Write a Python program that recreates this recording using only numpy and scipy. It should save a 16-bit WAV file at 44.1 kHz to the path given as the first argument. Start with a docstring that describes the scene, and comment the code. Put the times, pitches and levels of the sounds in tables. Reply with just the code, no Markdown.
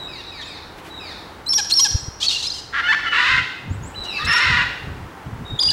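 """Far galah cockatoos call first, held notes that slur downward, over the soft hush of an open field.
Nearer galahs then join in: two-note shrieks that crack and end in a rasp, low squawks, long harsh screeches.
Pure notes are unsteady sines; harsh ones are trains of sharp pulses with puffs of air, shaped by a throat.
A small bird chirps in rising sines, and trees and houses throw the calls back as echoes and a noisy tail.
Gusts buffet the microphone as swells of low, filtered noise."""
import sys
import numpy as np
from scipy import signal
from scipy.fft import rfft, irfft, next_fast_len
from scipy.io import wavfile
from scipy.ndimage import uniform_filter1d

SR = 44100
rng = np.random.default_rng(int(sys.argv[2]) if len(sys.argv) > 2 else 0)


def log_audio(samples):
    """Write samples as a 16-bit WAV file to the path given in sys.argv[1]."""
    # one column per channel
    frames = np.atleast_2d(samples).T
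    # limit to full scale, then quantise
    limited = np.clip(frames, -1, 1)
    pcm = np.round(limited * 32767).astype(np.int16)
    wavfile.write(sys.argv[1], SR, pcm)


N = 252252
TIME = np.arange(N) / SR   # seconds
CUTOFF_HZ = 15700   # nothing much is heard above this

# short whistles among the rasps, the first inside the far bird's burst: (start_s, length_s, first_pitch_hz,
# last_pitch_hz, level_db)
WHISTLES = [ (0.415, 0.025, 3540, 3030, -34), (2.222, .016, 3110, 3420, -23),
            (2.263, 0.031, 4360, 4400, -19.5), (2.284, 0.03, 3860, 3680, -23),
            (2.309, 0.073, 2855, 2740, -29.5), (2.357, 0.036, 4100, 3900, -27),
            (2.422, 0.053, 3870, 4180, -26.5), (2.468, 0.021, 4920, 5280, -20.5),
            (2.499, 0.016, 6500, 5900, -28.5), (2.501, 0.011, 4180, 4150, -23),
            (2.517, .014, 5040, 4570, -23), (4.372, 0.083, 5466, 5280, -32.5),
            (5.681, .026, 2780, 3030, -29)]
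# shrill rasps, the first a faint rough burst from a far bird: (start_s, length_s, first_pulse_rate_hz,
# last_pulse_rate_hz, level_db, # swell_db over the length, roughness 0-1)
RASPS = [ (0.407, 0.0324, 862, 730, -45, 4, 0.74), (1.458, .016, 990, 1000, -40, -2, 0),
         (1.694, 0.026, 698, 736, -21, 20, 0.84), (2.199, 0.029, 547, 631, -25, 14, .15),
         (2.224, 0.046, 625.5, 731, -19.5, -3, 0.62), (2.285, 0.033, 896, 794, -24, -3, 0.8),
         (2.306, .075, 731, 658, -24.5, -12, .95), (2.377, .046, 880, 998, -28.5, 1, 0.47),
         (2.422, .060, 942, 1276, -26.5, -3, 0.7), (2.532, 0.078, 1015, 1029, -33.5, -1, 0.5),
         (4.033, 0.035, 700, 734, -40.5, 3, .95), (4.244, 0.022, 690, 740, -33, 2, 0.92),
         (5.645, 0.04, 990, 1000, -37, 9, 0.77)]
# the near birds sound duller when they face away: (time_s, treble_db)
FACING = [(1.9, -5), (2.2, -11), (2.55, -7), (4.3, -2.5), (5.55, -5)]


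def near_galahs():
    """Shrieks, and whistles among shrill rasps, with a treble that follows where the birds face. The faint
    rough burst near 0.41 s comes from a far bird but is played the same way."""
    calls = shrieks()
    for start, length, first_hz, last_hz, db in WHISTLES:
        hz = glide(length, first_hz, last_hz, arch=0.0087)
        tone = whistle(hz, jitter=0.014, flutter_db=4.5, overtone_db=-21)
        add(calls, start, tone, db, attack=0.0029, release=0.006)
    for start, length, first_hz, last_hz, db, swell_db, rough in RASPS:
        buzz = rasp(glide(length, first_hz, last_hz), rough)
        add(calls, start, buzz, db, attack=0.006, release=0.0077, swell_db=swell_db)
    body, treble = split(calls, hz=6050)
    treble_gain = from_db(np.interp(TIME, *np.transpose(FACING)))
    return outdoors(body + treble_gain * treble, scatter_db=-11.5, t60=0.75, ground_db=-34)


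LEAP_S = 0.004   # time scale of the leap, the crack's dip and the final drop
CRACK_S, CRACK_PULSES_HZ, CRACK_SWELL_DB = 0.019, (1018, 1114), 4
CLOSING_S, CLOSING_PULSES_HZ, CLOSING_FADE_DB = 0.0318, (884, 776.4), -8
CROAK_DB = -8   # the low croak, relative to the start of the closing rasp
FUNDAMENTAL_DB = -14.5   # the pulse rate itself hums under a crack or a closing rasp
# a shriek is a scooping lead-in, a leap to two arched notes with a crack between them, and a closing rasp:
# (start_s, lead_in_s, first_note_s, second_note_s, lead_in_pitch_hz, first_pitch_hz, crack_pitch_hz,
#  second_pitch_hz, last_pitch_hz, lead_in_level_db, notes_level_db, crack_level_db, closing_level_db)
SHRIEKS = [ (1.462, .027, 0.039, 0.052, 3980, 5480, 5090, 5710, 5290, -26, -15, -21.5, -18),
           (1.717, 0.024, .051, .053, 4170, 5620, 5090, 5690, 5550, -12.5, -14.5, -14, -19.5),
           (4.246, .025, .052, .050, 3900, 5370, 5230, 5514, 5320, -28.5, -21.5, -26.5, -28),
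           (5.588, .012, 0.023, .083, 3380, 4980, 4734, 4840, 4840, -16.5, -17, -24, -27)]


def shrieks():
    """Each shriek buzzes where it cracks and collapses into a rasp with a low croak."""
    out = np.zeros(N)
    cracking = glide(CRACK_S, *CRACK_PULSES_HZ)
    closing = glide(CLOSING_S, *CLOSING_PULSES_HZ)
    for start, lead, first, second, *pitches, lead_db, db, crack_db, closing_db in SHRIEKS:
        crack = start + lead + first
        end = crack + second
        tone = shriek_tone(lead, first, second, *pitches, lead_db, db)
        add(out, start, tone, 0, attack=0.005, release=0.0034)
        add(out, crack, rasp(cracking, rough=0.42), crack_db,
            attack=0.0035, release=0.0068, swell_db=CRACK_SWELL_DB)
        # half the fade is added so that the rasp fades from its listed level
        add(out, end - LEAP_S / 2, rasp(closing, rough=0.6), closing_db + CLOSING_FADE_DB / 2,
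            attack=0.0031, release=0.0066, swell_db=CLOSING_FADE_DB)
        add(out, end, squawk(closing, rough=0.053), closing_db + CROAK_DB, attack=0.0099, release=0.0075)
        for hum_start, hz, level_db in (crack, cracking, crack_db), (end, closing, closing_db):
            hum = whistle(hz, jitter=0.014, flutter_db=1.5, overtone_db=-21)
            add(out, hum_start, hum, level_db + FUNDAMENTAL_DB, attack=0.0046, release=0.011)
    return out


# shares of pitch: the lead-in curls up, the first note starts flat
LEAD_IN_SCOOP, FIRST_NOTE_SCOOP = 0.085, 0.051
SCOOP_S = 0.0054   # the first note closes most of its gap in pitch this fast
# each note swells, the second by half as much; the tone sinks in the crack
FIRST_NOTE_DB, SECOND_NOTE_DB, SWELL_DB, CRACK_DIP_DB = -2, -0.5, 9, -4.5
LEAD_IN_OVERTONE_DB, NOTE_OVERTONE_DB = -11.5, -20.5   # the high notes are purer than the lead-in


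def shriek_tone(lead, first, second, lead_hz, first_hz, crack_hz, second_hz, last_hz, lead_db, db):
    """The pure tone of a shriek: it leaps up from the lead-in, sags into the crack, arches again and drops."""
    crack, end = lead + first, lead + first + second
    t = np.arange(int((end + LEAP_S) * SR)) / SR
    # progress through each part, 0 to 1
    in_lead, in_first, in_second = np.clip([t / lead, (t - lead) / first, (t - crack) / second], 0, 1)
    curling = lead_hz * (1 + LEAD_IN_SCOOP * in_lead ** 2)
    falling = first_hz + (crack_hz - first_hz) * in_first ** 3
    falling = falling * (1 - FIRST_NOTE_SCOOP * np.exp(-in_first * first / SCOOP_S))
    arched = np.polyval(np.polyfit([0, 0.5, 1], [crack_hz, second_hz, last_hz], 2), in_second)
    notes_hz = np.where(t < crack, falling, arched)

    first_db = FIRST_NOTE_DB + SWELL_DB * (in_first - 0.5)
    second_db = SECOND_NOTE_DB + SWELL_DB * (in_second - 0.5) / 2
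    notes_db = uniform_filter1d(db + np.where(t < crack, first_db, second_db), size=100)
    notes_db = notes_db + CRACK_DIP_DB * np.exp(-((t - crack - LEAP_S) / LEAP_S) ** 2)

    # 0 on the lead-in pitch, 1 on the high notes, and back to 0 for the drop
    upper = np.interp(t, [lead - LEAP_S / 2, lead + LEAP_S / 2, end - LEAP_S / 2, end + LEAP_S], [0, 1, 1, 0])
    hz = upper * notes_hz + (1 - upper) * curling
    level_db = upper * notes_db + (1 - upper) * lead_db
    overtone_db = upper * NOTE_OVERTONE_DB + (1 - upper) * LEAD_IN_OVERTONE_DB
    return from_db(level_db) * whistle(hz, jitter=0.0099, flutter_db=3.43, overtone_db=overtone_db)


# throat colour of a rasp: (frequency_hz, level_db)
RASP_THROAT = [(500, -20.5), (1050, -13), (1900, -21), (2800, -1.5), (4000, 4), (5400, -0.5), (6500, 1),
               (8500, -5), (11000, -16), (16000, -27)]


def rasp(hz, rough):
    """The shrill, buzzing register: fast pulses through a bright throat."""
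    return pulsed(hz, rough, RASP_THROAT, jitter=0.0586, jitter_rate=500, shimmer_db=1.0, hiss=1.6, wander=0.08)


SCREECH_ATTACK_S, SCREECH_RELEASE_S, SCREECH_ROUGHNESS = 0.034, 0.021, 0.58
SCREECH_WOBBLE = 0.022   # typical share of pitch by which a whole screech wavers
# low squawks: (start_s, length_s, first_pulse_rate_hz, last_pulse_rate_hz, level_db, roughness 0-1)
SQUAWKS = [ (2.723, 0.096, 266.2, 282.6, -20.5, 0.39), (2.814, 0.087, 675, 765, -23.5, 0.23),
           (2.878, 0.046, 873, 879, -13, 0.16), (2.915, 0.023, 919, 1065, -16.5, 0.38),
           (2.925, 0.029, 841, 730, -20.5, 0.8), (3.039, 0.055, 702, 644, -23.5, 0.38),
           (4.171, 0.087, 572, 632, -32, 0.47)]
# clear piping notes from other birds of the flock:
# (start_s, length_s, first_pitch_hz, last_pitch_hz, level_db)
PIPES = [ (0.175, .040, 2740, 2800, -42), (0.374, 0.053, 1920, 1700, -42.5),
         (2.837, 0.046, 2830, 3060, -27.5), (3.055, 0.082, 2990, 2948, -27.5),
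         (3.150, 0.051, 2830, 2720, -27), (3.931, 0.025, 2300, 3170, -39), (4.071, 0.058, 4150, 3770, -31),
         (4.129, 0.078, 2670, 2618, -29), (4.183, 0.0755, 1143, 1290, -29.5),
         (4.289, 0.039, 2717, 2704, -27)]
# long harsh screeches, arched in pitch:
# (start_s, length_s, first_pulse_rate_hz, last_pulse_rate_hz, arch as a share of pitch, level_db)
SCREECHES = [(3.108, .304, 440.8, 536, 0.01013, -17.5), (4.257, .392, 428.3, 450, .19, -18)]
# partials that ring out of a screech: (multiple of the pulse rate, level_db)
SCREECH_PARTIALS = [(2, -25.5), (3, -14.5), (4, -11.5), (6, -28)]


def squawking_galahs():
    """Low pulsed squawks, nearly pure piping notes and long rough screeches with ringing partials."""
    calls = np.zeros(N)
    for start, length, first_hz, last_hz, db, rough in SQUAWKS:
        voice = squawk(glide(length, first_hz, last_hz), rough)
        add(calls, start, voice, db, attack=0.23 * length, release=0.16 * length, swell_db=6.5)
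    for start, length, first_hz, last_hz, db in PIPES:
        tone = whistle(glide(length, first_hz, last_hz), jitter=0.012, flutter_db=4.0, overtone_db=-28)
        add(calls, start, tone, db, attack=0.017, release=0.0065)
    for start, length, first_hz, last_hz, arch, db in SCREECHES:
        hz = glide(length, first_hz, last_hz, arch)
        hz = hz * (1 + SCREECH_WOBBLE * waver(len(hz), 35.01))
        harsh = screech(hz, SCREECH_ROUGHNESS, second_ratio=1.24, second_db=-3)
        ringing = sum(from_db(partial_db) * whistle(k * hz, jitter=0.013, flutter_db=5.5, overtone_db=-38)
                      for k, partial_db in SCREECH_PARTIALS)
        add(calls, start, opening_beak(harsh) + ringing, db, SCREECH_ATTACK_S, SCREECH_RELEASE_S)
    return outdoors(calls, scatter_db=-6, t60=0.82, ground_db=-13.5)


# throat colour of a squawk: (frequency_hz, level_db)
SQUAWK_THROAT = [(300, -31), (600, -25.5), (850, -16.5), (1400, 3.5), (1800, 6), (2450, -10), (3000, -9),
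                 (4500, -18), (7000, -34.5), (12000, -58)]


def squawk(hz, rough):
    """The low, throaty register: pulses through a darker throat."""
    return pulsed(hz, rough, SQUAWK_THROAT, jitter=0.11, jitter_rate=400, shimmer_db=7, hiss=3.0, wander=0.07)


# throat colour of a screech: (frequency_hz, level_db)
SCREECH_THROAT = [(350, -32), (600, -29.5), (829, -48), (974, -7.5), (1310, -6), (1440, -3), (1960, 0.5),
                  (2250, -8.5), (2710, -9), (3190, -15), (3750, -11), (5540, -27.5), (5920, -31.5),
                  (6690, -31), (15000, -67)]
# beak and windpipe resonances of a screech: (frequency_hz, width_hz, level_db)
SCREECH_MODES = [(1380, 59, -13), (2760, 150, 3.5)]


def screech(hz, rough, second_ratio, second_db):
    """Two membranes flap at unrelated rates, so their partials cross and tear."""
    first, second = [
        pulsed(hz * ratio, rough, SCREECH_THROAT, jitter=0.0457, jitter_rate=450, shimmer_db=0.0,
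               hiss=1.0, wander=0.09, modes=SCREECH_MODES)
        for ratio in (1, second_ratio)]
    return rms_one(first + from_db(second_db) * second)


BEAK_OPEN_DB, BEAK_SHUT_DB = 1.5, -4   # treble of a screech at its middle and at its ends


def opening_beak(sound):
    """The beak opens and closes over a screech, so its middle is brightest."""
    body, treble = split(sound, hz=3050)
    gape = np.sin(np.pi * np.linspace(0, 1, len(sound)))
    return body + from_db(BEAK_SHUT_DB + (BEAK_OPEN_DB - BEAK_SHUT_DB) * gape) * treble


HOLD_SAG = 0.0363   # share of pitch lost from start to end of the held note
SLUR_HZ_PER_S, SLUR_END_HZ = 7100, 1650   # average fall, and the pitch where the slur ends
# far calls, a held note and then a downward slur:
# (start_s, hold_s, held_pitch_hz, held_level_db, slur_top_pulse_rate_hz, slur_level_db)
FAR_CALLS = [ (-.02, 0.098, 3895, -37, 2693, -40.5), (.262, .052, 3930, -38.5, 2598, -40.5),
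             (0.361, 0.092, 3800, -42.5, 2690, -42.5), (0.897, 0.1, 3900, -39, 2655, -39),
             (3.947, .102, 4006, -33.5, 2984, -34.5), (5.447, 0.16, 3773, -40, 2500, -49)]
# throat colour of the far slur: (frequency_hz, level_db)
FAR_THROAT = [(400, -42), (1300, 16), (2000, -3), (2700, 8), (3900, 7.5), (5000, 1), (6000, -11),
              (8000, -21), (11000, -21), (16000, -46)]


def far_galahs():
    """A nearly pure held note, then a pulsed slur, with more of the surroundings on them."""
    calls = np.zeros(N)
    for start, hold, held_hz, held_db, top_hz, slur_db in FAR_CALLS:
        held = glide(hold, held_hz, held_hz * (1 - HOLD_SAG), arch=0.00944)
        tone = whistle(held, jitter=0.01, flutter_db=3.5, overtone_db=-26.5)
        add(calls, start, tone, held_db, attack=0.017, release=0.0062)
        slur_length = (top_hz - SLUR_END_HZ) / SLUR_HZ_PER_S
        slur = glide(slur_length, top_hz, SLUR_END_HZ, arch=0.04)
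        voice = pulsed(slur, 0.25, FAR_THROAT, jitter=0.05, jitter_rate=800, shimmer_db=12, hiss=2.9, wander=0.07)
        add(calls, start + hold, voice, slur_db, attack=0.004, release=0.016, swell_db=5.5)
    return outdoors(calls, scatter_db=-1.5, t60=0.76, ground_db=-14)


CHIRP_S, CHIRP_HZ = 0.08, (6380, 8580)   # length, first and last pitch
# a small bird's rising chirps: (start_s, level_db)
CHIRPS = [(0.424, -53), (1.955, -49), (3.685, -52.5), (3.816, -44.5)]


def small_bird():
    """Each chirp is a nearly pure tone that slides up, slowly at first."""
    chirps = np.zeros(N)
    for start, db in CHIRPS:
        tone = whistle(glide(CHIRP_S, *CHIRP_HZ, arch=-0.03), jitter=0.019, flutter_db=2.5, overtone_db=-30)
        add(chirps, start, tone, db, attack=0.029, release=0.017)
    return outdoors(chirps, scatter_db=-10, t60=0.3, ground_db=-10)


# echoes from trees and houses: (delay_s, level_db)
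ECHOES = [(.064, -13.5), (.118, -18.5)]
# colour of the scattered tail: (frequency_hz, level_db)
TAIL_COLOUR = [(300, -49), (1500, -2.5), (5500, 3), (8000, 0), (15000, -2.5)]


def outdoors(x, scatter_db, t60, ground_db):
    """A ground bounce, far echoes and a thin tail scattered by foliage, falling 60 dB in t60 seconds."""
    t = TIME[:SR]
    tail = coloured(rng.standard_normal(SR), TAIL_COLOUR)
    tail = tail * from_db(-60 * t / t60) * (1 - np.exp(-t / 0.022))
    scattered = signal.fftconvolve(x, tail / np.sqrt(np.sum(tail ** 2)))[:N]
    ground_bounce = (0.0043, ground_db)
    echoes = sum(from_db(db) * np.interp(TIME - delay, TIME, x, left=0)
                 for delay, db in [*ECHOES, ground_bounce])
    return x + echoes + from_db(scatter_db) * scattered


BREEZE_DB = -47.5   # between the gusts
# colour of the wind: (frequency_hz, level_db)
WIND_COLOUR = [(12, -38), (20, -7.5), (75, 6.5), (107, 3.5), (157, -1.5), (203, -7.5), (248, -7),
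               (325, -23.5), (485, -21.5), (600, -36.5), (780, -55), (1320, -120)]
# level of the deep bass in the wind: (time_s, level_db)
WIND_BASS = [(1.95, 2), (3.35, 2.5), (3.7, -13.5), (3.9, 3), (4.3, -1), (5.7, -1)]
# gusts and sudden buffets on the microphone: (middle_s, level_db, spread_s)
GUSTS = [(1.930, -34, 0.023), (1.953, -16.5, 0.0048), (2.035, -34.5, .007), (2.086, -24.5, 0.0034),
         (3.37, -31, 0.05), (3.712, -17, 0.006), (3.76, -25.5, 0.071), (4.005, -36.5, 0.024),
         (4.275, -26, 0.031), (4.51, -25.5, 0.038), (4.63, -32, 0.06), (4.89, -29, 0.049),
         (5.035, -33.5, 0.034), (5.275, -27.5, 0.012), (5.335, -27.5, 0.016), (5.415, -29.5, 0.028),
         (5.535, -26.5, 0.02), (5.685, -32, 0.029)]


def wind():
    """Lumpy rumble of air at the microphone: a light breeze with gusts on top."""
    eddies = noise(WIND_COLOUR)
    # even pressure, so the gusts set the level
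    eddies = eddies / np.sqrt(uniform_filter1d(eddies ** 2, size=1500) + 0.043)
    large, small = split(eddies, hz=92)
    eddies = from_db(np.interp(TIME, *np.transpose(WIND_BASS))) * large + small
    strength = np.hypot(from_db(BREEZE_DB), bursts(GUSTS))
    flutter = from_db(1.2 * waver(N, 45))
    return strength * flutter * eddies


# colour of the far hush: (frequency_hz, level_db)
FIELD = [(88, -56), (150, -3), (217, -5), (269, -2), (297, 0.5), (649, -6), (836, -1), (1100, -4.5),
         (1760, -8.5), (2600, -16.5), (3280, -18), (3760, -22), (5240, -25.5), (14500, -36.5), (16000, -29)]
# level of the far hush before a 5 dB lift: (time_s, level_db)
FIELD_DB = [(0.0, -43), (0.22, -47), (1.23, -43.5), (1.62, -47), (2.66, -48), (3.01, -45), (3.66, -46.5),
            (4.06, -42.5), (5.18, -44), (5.72, -44.5)]
# soft rustles in the grass: (middle_s, level_db, spread_s)
RUSTLES = [(.79, -43, 0.012), (.87, -42, 0.026)]
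# colour of the rustles: (frequency_hz, level_db)
RUSTLE_COLOUR = [(500, 3), (2800, 5.5), (6000, -7.5), (15000, -14)]


def field():
    """The far hush of open country and a little rustling grass, both filtered noise."""
    hush_db = np.interp(TIME, *np.transpose(FIELD_DB)) + 5.0
    hush = from_db(hush_db) * noise(FIELD)
    return hush + bursts(RUSTLES) * noise(RUSTLE_COLOUR)


def whistle(hz, jitter, flutter_db, overtone_db):
    """The bird's voice box (syrinx) at its purest: an unsteady sine whose overtones fall in equal steps."""
    phase = 2 * np.pi * np.cumsum(hz * (1 + jitter * waver(len(hz), 705.3))) / SR
    tone = sum(from_db(overtone_db * (k - 1)) * np.sin(k * phase) * (k * hz < SR / 2) for k in range(1, 4))
    return rms_one(tone) * from_db(flutter_db * waver(len(hz), 247))


def pulsed(hz, rough, throat, jitter, jitter_rate, shimmer_db, hiss, wander=0, modes=()):
    """The syrinx snaps shut once a cycle; roughness upsets timing and strength and adds puffs of air."""
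    count = len(hz)
    unsteady = jitter * waver(count, jitter_rate) + wander * waver(count, 55)
    phase = 2 * np.pi * np.cumsum(hz * (1 + rough * unsteady)) / SR
    smear = 0.35   # the windpipe delays the higher partials, which spreads each pulse
    highest = int(CUTOFF_HZ / hz.min())
    pulses = rms_one(sum(np.cos(k * phase - smear * k * k) * (k * hz < CUTOFF_HZ)
                         for k in range(1, highest + 1)))
    air = hiss * rough ** 2 * (1 + np.cos(phase)) * rng.standard_normal(count)
    source = (pulses + air) * from_db(shimmer_db * rough * waver(count, 400))
    source = source + sum(from_db(db) * resonance(source, centre, width) for centre, width, db in modes)
    sound = coloured(source, throat)
    # even out the loudness over about 9 ms
    return sound / np.sqrt(uniform_filter1d(sound ** 2, size=400) + 1e-9)


def glide(length, first_hz, last_hz, arch=0):
    """Pitch of one note: a straight slide, bowed upward by a share of itself (downward if negative)."""
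    u = np.linspace(0, 1, max(int(length * SR), 256))
    return (first_hz + (last_hz - first_hz) * u) * (1 + arch * 4 * u * (1 - u))


def add(out, start, sound, db, attack, release, swell_db=0):
    """Mix a note in with an attack, a hold that swells or fades, and a release."""
    t = np.arange(len(sound)) / SR
    rise, fall = t / max(attack, 1e-4), (t[-1] - t) / max(release, 1e-4)
    ends = np.clip(np.minimum(rise, fall), 0, 1)
    gain = from_db(db + swell_db * (t / t[-1] - 0.5))
    at = int(start * SR) + np.arange(len(sound))
    inside = (at >= 0) & (at < N)
    out[at[inside]] += (sound * ends * gain)[inside]


def from_db(db):
    """Turn decibels into a gain."""
    return 10 ** (np.asarray(db) / 20)


def rms_one(x):
    """Scale to an average (rms) strength of 1."""
    return x / np.sqrt(np.mean(x ** 2) + 1e-20)


def coloured(x, spectrum):
    """Filter by an outline of (frequency_hz, level_db); average strength 1."""
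    hz, db = np.transpose(spectrum)
    size = next_fast_len(len(x) + 1024)
    bins = np.maximum(np.arange(size // 2 + 1) * SR / size, 1)
    gain = from_db(np.interp(np.log(bins), np.log(hz), db))
    return rms_one(irfft(rfft(x, size) * gain, size)[:len(x)])


def noise(spectrum):
    """Steady hiss or rumble of the given colour."""
    return coloured(rng.standard_normal(N), spectrum)


def waver(count, rate):
    """Random drift in straight lines between new values, rate times a second."""
    return np.interp(np.arange(count) * min(rate / SR, 1), np.arange(count), rng.standard_normal(count))


def bursts(rows):
    """Bell-shaped swells of gain."""
    return sum(from_db(db) * np.exp(-0.5 * ((TIME - middle) / spread) ** 2) for middle, db, spread in rows)


def resonance(x, hz, width):
    """Two-pole resonance with gain 1 on top."""
    r = np.exp(-np.pi * width / SR)
    feedback = [1, -2 * r * np.cos(2 * np.pi * hz / SR), r * r]
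    return signal.lfilter(np.array([1, 0, -1]) * (1 - r * r) / 2, feedback, x)


def split(x, hz):
    """The parts below and above a frequency."""
    low = signal.sosfiltfilt(signal.butter(4, hz, fs=SR, output="sos"), x)
    return low, x - low


def scene():
    """All birds, the wind and the field together, in one channel."""
    birds = near_galahs() + squawking_galahs() + far_galahs() + small_bird()
    return (birds + wind() + field())[None]


def record(dry):
    """The highest peaks are rounded and the top is cut steeply."""
    rounded = dry / (1 + (dry / 0.66) ** 6) ** (1 / 6)
    return signal.sosfilt(signal.ellip(10, 0.1, 90, CUTOFF_HZ, fs=SR, output="sos"), rounded)


dry = scene()
out = record(dry)
log_audio(out)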